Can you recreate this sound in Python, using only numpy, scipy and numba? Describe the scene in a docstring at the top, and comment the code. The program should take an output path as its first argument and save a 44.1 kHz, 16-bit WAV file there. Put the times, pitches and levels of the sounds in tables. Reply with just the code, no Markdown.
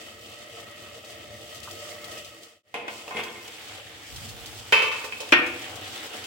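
"""Vegetables fry in a steel pan on a gas stove in a tiled kitchen. At first the pan is covered, and
resonances of the trapped air colour the noise of bursting bubbles. All fades through silence at 2.6 s.
As the sound returns, a hand knocks the lid and drags it off the rim, exciting its damped modes, and the
sizzle opens out. Air buffets the swinging microphone near 4.1 s. The lid's edge meets the stone counter
at 4.7 s, and at 5.3 s the lid drops flat while the frying goes on."""
import sys
import numpy as np
from scipy import signal
from scipy.fft import rfft, irfft, next_fast_len
from scipy.io import wavfile
from scipy.ndimage import uniform_filter1d
from numba import njit

SR = 44100
rng = np.random.default_rng(int(sys.argv[2]) if len(sys.argv) > 2 else 0)


def transcribe(u):
    """Save the signal u as a 16-bit wav file named by the first command-line argument.

    u: samples, shape (n,) or (channels, n), limited to [-1, 1]; the rate is SR.
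    q: integer samples, one column per channel.
    """
    v = np.clip(np.atleast_2d(u).T, -1, 1)
    q = np.round(v * 32767).astype(np.int16)
    wavfile.write(sys.argv[1], SR, q)


N = 276330
TIME = np.arange(N) / SR
FFT_SIZE = next_fast_len(N + SR // 2)
HZ = np.maximum(np.fft.rfftfreq(FFT_SIZE, 1 / SR), 1)

# Tiled room. Each row: frequency in Hz, reverberation time in seconds.
REVERB_TIMES = [(100, 0.78), (500, 0.72), (2000, 0.54), (5000, 0.37), (12000, 0.046)]
# Likeness of left and right. Each row: frequency in Hz, correlation.
COHERENCE = [(60, 0.78), (130, 0.75), (290, 0.83), (640, 0.62), (1410, 0.17), (3100, 0.13), (6820, -0.02),
             (15000, 0.0)]

# Noise spectra. Each row: frequency in Hz, relative spectral density in dB.
HUM_SPECTRUM = [(15, -50), (25, -26), (49, -15.5), (92, 1.5), (108, 4), (146, -11), (172, -8.5), (183, -22),
                (220, -5), (290, -21), (480, -120)]
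FIZZ_SPECTRUM = [(1800, -28), (3000, -1.5), (4000, -6.5), (4600, -2.5), (6500, -6.5), (7800, -5),
                 (11300, -15.5), (13400, -13), (15000, -17), (15800, -7.5)]
OPEN_PAN_SPECTRUM = [(100, -43), (170, -19.5), (328, 0), (380, -9), (455, 0.5), (528, -6), (670, -9.5),
                     (733, 0.5), (988, -8.5), (2110, -4), (3510, -3), (4200, -11), (6000, -32), (7800, -96),
                     (13200, -120)]
# Countless weak lid modes merge into a clatter. Each row: frequency in Hz, relative density in dB.
ON_PAN_CLATTER = [(120, -36), (200, -13), (829, -5), (1020, -14), (1670, -16), (2570, -2), (4290, -23),
                  (12000, -35.5), (15600, -70), (22000, -120)]
HELD_CLATTER = [(180, -59), (300, -27), (427, -16.5), (738, -21), (881, -9), (1940, -14.5), (2590, -0.5),
                (2900, -10), (14000, -39.5)]
FLAT_CLATTER = [(59, -48), (120, -25), (300, -10), (497, -13.5), (962, -10), (1490, -13), (2060, -6.5),
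                (2420, 2.5), (3830, -17.5), (12000, -62), (15600, -81), (22000, -120)]

# Envelopes. Each row: time in seconds, level in dB.
HUM_ENVELOPE = [(0, -60), (1.2, -56), (2.2, -55.5), (3.6, -61), (4.08, -52), (4.2, -45.5), (4.5, -53.5),
                (5.2, -55.5), (6.27, -53.5)]
GUST_ENVELOPE = [(4.05, -79), (4.13, -45), (4.3, -52), (4.4, -47), (4.6, -57), (4.8, -82)]
SCRAPE_ENVELOPE = [(3.06, -72), (3.12, -43), (3.18, -33.5), (3.24, -37.5), (3.32, -43.5), (3.45, -53)]
# The fizz jumps as the lid cracks open; fizz and sizzle swell as the microphone turns back to the pan.
# Each row: time in seconds, sizzle level in dB, fizz level in dB.
FRYING_ENVELOPE = [(0, -44.5, -48.5), (1.3, -44.5, -49), (1.83, -43.5, -43), (2.12, -42, -45.5),
                   (2.33, -44, -46), (2.5, -41, -42.5), (2.7, -46.5, -52), (2.86, -40.5, -52),
                   (2.91, -43, -37.5), (3.07, -46, -48.5), (3.3, -48.5, -47), (3.7, -42, -45.5),
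                   (4.0, -44.5, -48.5), (4.15, -44, -42), (4.35, -44, -46), (4.9, -44.5, -43.5),
                   (5.35, -41.5, -45), (5.8, -38, -43.5), (6.27, -39, -42)]
# The lid slides off. Each row: time in seconds, share of the pan uncovered.
PAN_OPENING = [(2.9, 0.14), (3.5, 0.96)]
# Air under the lid and around the pan. Each row: frequency in Hz, width in Hz, relative level in dB.
CAVITY_MODES = [(216, 41, -7.5), (340, 57, -3.5), (464, 30, 0.5), (595.3, 45.5, 5.5), (700, 41, -3.5),
                (1174, 75, -9), (1285, 56, -1), (1923, 123, -3.5), (2140, 42, -3.5), (2603, 170, -7),
                (3030, 280, -6.5), (3620, 250, -16), (4360, 250, -19.5)]
# The loudest spits of fat. Each row: start in seconds, nominal peak in dB, left minus right in dB.
LOUD_SPITS = [(0.5994, -36, 7), (1.047, -34, 3), (1.0994, -39, 6), (1.5459, -33.5, 8), (1.631, -29.5, 8),
              (2.042, -29, 5), (2.117, -29.5, 3.5), (2.1779, -34, 10), (2.247, -28.5, 1.5), (2.432, -26, 2),
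              (3.235, -27, 0.5), (4.161, -27, 1), (4.29, -28, 0), (4.459, -27.5, -2), (4.587, -36, -10),
              (5.045, -26, -3), (5.207, -24.5, -3), (5.464, -30, -0.5), (5.618, -29, 0), (5.7563, -28.5, 5),
              (5.989, -35, 8), (6.063, -29, -0.5), (6.24, -29.5, 8)]
# Big bubbles. Each row: time in seconds, peak in dB, frequency in Hz.
BIG_BUBBLES = [(1.6764, -29, 1180), (1.684, -30, 1160)]

# The lid resting on the pan, held by its rim, and lying on stone.
# Each row: frequency in Hz, relative level in dB, 60 dB decay time in seconds at damping factor 1.
ON_PAN_MODES = [(218.4, -11.5, 0.59), (352, -12, 0.99), (436, -3.5, 0.51), (481.5, -2, 0.51),
                (586, -12, 0.29), (727, -3, 0.28), (810, -2.5, 0.17), (900, -8, 0.85), (1027, 2, 0.25),
                (1160, -3.5, 0.24), (1287, -8, 0.35), (1432, -5, 0.41), (1554, -5.5, 0.49),
                (1837, 3, 0.089), (2116, 5, 0.22), (2220, 0, 0.48), (2400, -9, 0.29), (2550, 0.5, 0.52),
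                (2630, -7, 0.45), (2850, -7, 0.28), (2980, -19, .25), (3254, -1, .25), (3280, -10, 0.28),
                (3550, -4.5, 0.31)]
HELD_MODES = [(436, -10, .5), (511, -6, .25), (590, -16, .25), (904, -10, .6), (1023, -14, .7),
              (1174, -10, .6), (1270, -21, .6), (1470, -14, .7), (1555, -8, .25), (1766, -14, .55),
              (1868, -10, .32), (2051, -10, .43), (2148, -12, .6), (2266, -9, .8), (2337, -10, .6),
              (2541, -5, .3), (2582, -2, .5), (2611, 0, .67), (2665, -9, .45), (3068, -6, .45),
              (3171, -6, .45), (3623, -19, .5), (4334, -27, .5), (4619, -23, .4), (4791, -20, .3),
              (5426, -20, .25)]
FLAT_MODES = [(333, -8, .3), (351, -13, .45), (490, -15, .8), (748, -21, .9), (1120, -13, .26),
              (1174, -7, .21), (1250, -5, .1), (1324, 0, .15), (1400, -13, .35), (1437, -7, .22),
              (1523, -5, .31), (1615, -7, .17), (1737, -12, .5), (1853, -7, .4), (1887, -10, .4),
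              (2205, -10, .55), (2387, -5, .45), (2474, -7, .5), (2498, -8, .55), (2579, -11, .65),
              (2618, -12, .5), (2735, -11, .5), (2799, -14, .4), (3025, -18, .5), (3128, -18, .5),
              (3321, -10, .28), (3575, -22, .4), (5378, -10, .07), (6080, -15, .1)]
# Blows on the lid. Each row: start in seconds, ring level in dB, centre frequency in Hz, fall to either
# side of it in dB per octave, crack level in dB, clatter level in dB, damping factor.
LID_IMPACTS = [(2.742, -17.5, 700, 6.5, -29, -18, 1.95), (2.881, -24.5, 1110, 0, -33, -30.5, 3),
               (3.079, -35, 700, 22, -41, -38.5, 3.6), (3.109, -32, 900, 10, -46, -55, 1.36),
               (3.15, -35, 207, 12.5, -52, -53, 2.2), (3.168, -29, 2500, 12, -39, -30, 1.7),
               (3.205, -35, 507, -8, -41, -51, 5.9), (3.479, -55, 3400, 12, -35, -68, 2.9),
               (4.724, -12.5, 2540, 0, -42, -19, 1.03), (4.729, -9.5, 2770, 3.5, -30, -24, 8.6),
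               (4.82, -25.5, 2500, -2, -43, -27.5, 1.43), (4.915, -32, 2500, -2, -50, -32.5, 0.74),
               (5.043, -30, 561, 8, -40, -46, 3.2), (5.123, -28.5, 2360, 12, -50, -38.5, 4.4),
               (5.168, -40, 2550, 14, -45, -54, 4), (5.198, -40, 3100, 13, -47, -55, 1.5),
               (5.204, -32, 600, 17.5, -32, -49, 1.8), (5.291, -40, 2500, 8, -39, -51, 6.5),
               (5.322, -13.5, 2000, -0.8, -24.5, -21.5, 1.03), (5.325, -15.5, 340, 23, -40, -8, 5.6),
               (5.335, -13, 1700, 3.5, -38, -38, 2)]

LIFTED_S, DROPPED_S = 4., 5.3  # the lid leaves the pan, and is let go
SILENT_S, FADE_OUT_S, FADE_IN_S = 2.629, 0.49, .48
WAVER_DB = 1.4  # spread of level in each band of hum and sizzle
LN_1000 = np.log(1000)  # exponent of a 60 dB decay


def undb(db):
    """Amplitude grows tenfold for every 20 dB."""
    return 10 ** (np.asarray(db) / 20)


def unit(x):
    """Normalisation to an rms of 1."""
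    return x / np.sqrt(np.mean(x ** 2))


def over_hz(table, hz=HZ):
    """Interpolation on a logarithmic frequency axis."""
    freqs, values = np.transpose(table)
    return np.interp(np.log(hz), np.log(freqs), values)


def over_time(table, column=1):
    """Linear interpolation of one column at every sample."""
    columns = np.transpose(table)
    return np.interp(TIME, columns[0], columns[column])


def waveform(spectrum):
    """The inverse Fourier transform, cut to the scene's length."""
    return irfft(spectrum, FFT_SIZE)[..., :N]


def colour(x, gain):
    """Filtering is multiplication of the spectrum."""
    return waveform(rfft(x, FFT_SIZE) * gain)


def coloured_noise(spectrum):
    """Spectral shaping of stereo white noise by points of frequency in Hz and level in dB."""
    return unit(colour(rng.standard_normal((2, N)), undb(over_hz(spectrum))))


def drift(rate_hz):
    """Two moving averages smooth random steps into a slow fluctuation of spread near 1."""
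    hold = int(SR / rate_hz)
    steps = np.repeat(rng.standard_normal(N // hold + 1), hold)
    return 1.44 * uniform_filter1d(uniform_filter1d(steps, hold), hold)[:N]


def balance(db):
    """A level difference, left minus right, gives direction."""
    return undb(np.array([[db / 2], [-db / 2]]))


def partly_coherent(mid, side, hz=HZ):
    """Mid and side spectra mix to be alike in the bass and unrelated in the treble."""
    alike = np.clip(over_hz(COHERENCE, hz), 0, .98)
    return mid * np.sqrt(1 + alike) + side * np.sqrt(1 - alike) * np.array([[1], [-1]])


def shot_noise(per_s, spread_db, hiss):
    """Shot noise: the stereo spectrum of random, exponentially dying bursts over steady hiss."""
    impulses = (rng.random(N) < per_s / SR) * undb(spread_db * rng.exponential(size=N))
    pops = signal.lfilter([1], [1, -np.exp(-1 / (0.0018 * SR))], impulses)
    mid, side = rfft(rng.standard_normal((2, N)) * (hiss + unit(pops)), FFT_SIZE)
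    return partly_coherent(mid, side)


def flicker(spectrum, edges_hz, spread_db, rate_hz):
    """Independent amplitude modulation makes each band waver."""
    out = 0
    for low, high in zip(edges_hz, edges_hz[1:]):
        band = waveform(spectrum * ((HZ >= low) & (HZ < high)))
        out = out + undb(spread_db * drift(rate_hz)) * band
    return unit(out)


def room(x):
    """Reverberation: reflections from tiles merge into a noise tail that dies faster in the treble."""
    t, tail = np.arange(SR) / SR, 0
    hz = np.maximum(np.fft.rfftfreq(SR, 1 / SR), 1)
    mid, side = rfft(rng.standard_normal((2, SR)))
    noise = partly_coherent(mid, side, hz)
    build_up = 1 - np.exp(-t / 0.0081)
    for centre in 125 * 2. ** np.arange(8):
        octave = irfft(noise * (abs(np.log2(hz / centre)) < .5), SR)
        tail = tail + octave * np.exp(-LN_1000 * t / over_hz(REVERB_TIMES, centre)) * build_up
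    return colour(x.mean(axis=0), rfft(tail / np.sqrt(np.sum(tail ** 2) / 2), FFT_SIZE))


def hum():
    """Burner and house give low noise that throbs by slow amplitude modulation."""
    spectrum = shot_noise(per_s=43, spread_db=1.3, hiss=14.0) * undb(over_hz(HUM_SPECTRUM))
    rumble = flicker(spectrum, [0, 80, SR], WAVER_DB, rate_hz=6.8)
    throb_db = 2 * drift(rate_hz=9)
    return undb(over_time(HUM_ENVELOPE) + throb_db) * rumble


def gust():
    """Turbulence: air passing the swinging microphone makes a brief rumble."""
    rumble = coloured_noise([(20, -23), (60, -6.5), (130, -16.5), (400, -38)])
    return undb(over_time(GUST_ENVELOPE)) * rumble


def fizz():
    """Many fine bursts add up to high-frequency shot noise."""
    spectrum = shot_noise(per_s=900, spread_db=3.2, hiss=2.1) * undb(over_hz(FIZZ_SPECTRUM))
    return flicker(spectrum, [0, 9500, 13000, SR], spread_db=.9, rate_hz=25)


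def sizzle():
    """Cavity resonance colours the bursting bubbles, and yields to the open pan as the lid slides off."""
    bubbles = shot_noise(per_s=400, spread_db=0.96, hiss=3.3)
    cavity_power = sum(undb(2 * db) / (1 + ((HZ - hz) / (width / 2)) ** 2) ** 1.61
                       for hz, width, db in CAVITY_MODES)
    floor = undb(-34.5) * (HZ > 170) * (HZ < 5000)
    covered = unit(waveform(bubbles * (np.sqrt(cavity_power) + floor)))
    uncovered = unit(waveform(bubbles * undb(over_hz(OPEN_PAN_SPECTRUM))))
    opening = over_time(PAN_OPENING)
    blend = np.sqrt(1 - opening) * covered + np.sqrt(opening) * uncovered
    return flicker(rfft(blend, FFT_SIZE), [0, 400, 800, 1600, 2400, 3400, SR], WAVER_DB, rate_hz=18)


def frying():
    """Common modulation: bubbles come in swarms, so fizz and sizzle surge together."""
    sizzle_db, fizz_db = over_time(FRYING_ENVELOPE, 1), over_time(FRYING_ENVELOPE, 2)
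    surge_db = 1.1 * drift(rate_hz=30)
    return undb(fizz_db + surge_db) * fizz() + undb(sizzle_db + 0.88 * surge_db) * sizzle()


def spits(weak_count=14, weak_db=-42, crest_db=10, length_s=0.058):
    """Each spit of fat is a swarm of tiny bursts: bright noise under an exponential decay."""
    envelope, size = np.zeros((2, N + SR)), SR // 4
    decay = np.exp(-3 * np.arange(size) / SR / length_s)
    weak = [(s, weak_db, rng.standard_normal()) for s in rng.random(weak_count) * N / SR]
    for start, db, balance_db in LOUD_SPITS + weak:
        i = int(start * SR)
        envelope[:, i:i + size] += undb(db - crest_db) * balance(balance_db) * decay
    crackle = coloured_noise([(1500, -13), (3000, 16.5), (8000, 9.5), (12000, 0.0), (16000, 3.5)])
    return envelope[:, :N] * crackle


def plops():
    """A big bubble emits a wave packet: a few cycles under a Gaussian envelope."""
    return sum(undb(db) * np.exp(-((TIME - s) / 0.00087) ** 2) * np.cos(2 * np.pi * hz * (TIME - s))
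               for s, db, hz in BIG_BUBBLES)


@njit
def resonate(force, poles, gains, leads, wander):
    """Superposition of damped modes; each leads in phase on one side and lags on the other."""
    out = np.zeros((2, len(force)))
    for m in range(len(poles)):
        z = 0j
        for i in range(len(force)):
            z = z * poles[m] + force[i] * gains[m]
            if i % 32 == 0:
                z *= wander[m, i // 32]
            out[0, i] += z.imag + leads[m] * z.real
            out[1, i] += z.imag - leads[m] * z.real
    return out


def lid_ring(modes, force, damping, blur=.0025):
    """Forced vibration: loose contact jogs each mode's phase, broadening it by a share of its pitch."""
    hz, db, t60 = np.transpose(modes)
    poles = np.exp(2j * np.pi * hz / SR - LN_1000 * damping / (t60 * SR))
    step_rad = np.sqrt(2 * np.pi * blur * hz * 32 / SR)
    wander = np.exp(1j * step_rad[:, None] * rng.standard_normal((len(hz), len(force) // 32 + 1)))
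    gains = undb(db) * np.exp(2j * np.pi * rng.random(len(hz)))
    leads = np.minimum(hz / 1100, 1) * rng.standard_normal(len(hz))  # higher modes spread wider
    return resonate(force, poles, gains, leads, wander)


def lid_scrape(slips_per_s=500):
    """Stick-slip friction: rim drags on rim in uneven slips that keep the lid ringing."""
    i, size = int(SCRAPE_ENVELOPE[0][0] * SR), SR // 2
    slips = (rng.random(size) < slips_per_s / SR) * rng.standard_normal(size)
    out = np.zeros((2, N))
    out[:, i:i + size] = unit(lid_ring(ON_PAN_MODES, slips, damping=3.7))
    return out * undb(over_time(SCRAPE_ENVELOPE))


def lid_blows(from_s, until_s, modes, clatter_spectrum, balance_db):
    """Impulse response: each blow gives a crack, a ring and a clatter, until hand or stone chokes them."""
    out, size = np.zeros((2, N)), int(.45 * SR)
    t = np.arange(size) / SR
    impulse = (t == 0) * 1.
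    clatter_t60, choke_t60 = 0.45, 0.83  # seconds; damping shortens the first
    crack_band = signal.butter(2, [400, 7000], "band", fs=SR, output="sos")
    noise = shot_noise(per_s=2000, spread_db=0.98, hiss=9.6)
    metal = unit(waveform(noise * undb(over_hz(clatter_spectrum))))
    for start, ring_db, centre_hz, fall_db, crack_db, clatter_db, damping in LID_IMPACTS:
        if not from_s <= start < until_s:
            continue
        i = int(start * SR)
        struck = [(hz, db - fall_db * abs(np.log2(hz / centre_hz)), t60) for hz, db, t60 in modes]
        strength = np.sqrt(sum(undb(2 * db) for _, db, _ in struck))
        ring = undb(ring_db) * lid_ring(struck, impulse, damping) / strength
        bright = unit(signal.sosfilt(crack_band, rng.standard_normal((2, size))))
        crack = undb(crack_db) * bright * np.exp(-t / .004)
        clatter = undb(clatter_db) * metal[:, i:i + size] * np.exp(-LN_1000 * t * damping / clatter_t60)
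        free_s = 0.2 / damping
        choke = np.exp(-LN_1000 * np.maximum(t - free_s, 0) / choke_t60)
        out[:, i:i + size] += balance(balance_db) * choke * (ring + crack + clatter)
    return out


def scene():
    """Superposition of stove, lid and the lid's reverberation, under a linear fade to silence and back."""
    lid = lid_blows(0, LIFTED_S, ON_PAN_MODES, ON_PAN_CLATTER, balance_db=0.2) + lid_scrape()
    lid += lid_blows(LIFTED_S, DROPPED_S, HELD_MODES, HELD_CLATTER, balance_db=-1.5)
    lid += lid_blows(DROPPED_S, np.inf, FLAT_MODES, FLAT_CLATTER, balance_db=2.0)
    fade = np.interp(TIME, [SILENT_S - FADE_OUT_S, SILENT_S, SILENT_S + FADE_IN_S], [1, 0, 1])
    return fade * (hum() + gust() + frying() + spits() + plops() + lid + undb(-9) * room(lid))


def record(dry):
    """Band limiting and saturation: the microphone drops the deepest bass, clips and cuts the top."""
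    high_pass = signal.butter(2, 40, "high", fs=SR, output="sos")
    low_pass = signal.ellip(10, .2, 70, 15850, fs=SR, output="sos")
    clipped = np.clip(signal.sosfilt(high_pass, dry), -.92, .92)
    return signal.sosfilt(low_pass, clipped)


dry = scene()
out = record(dry)
transcribe(out)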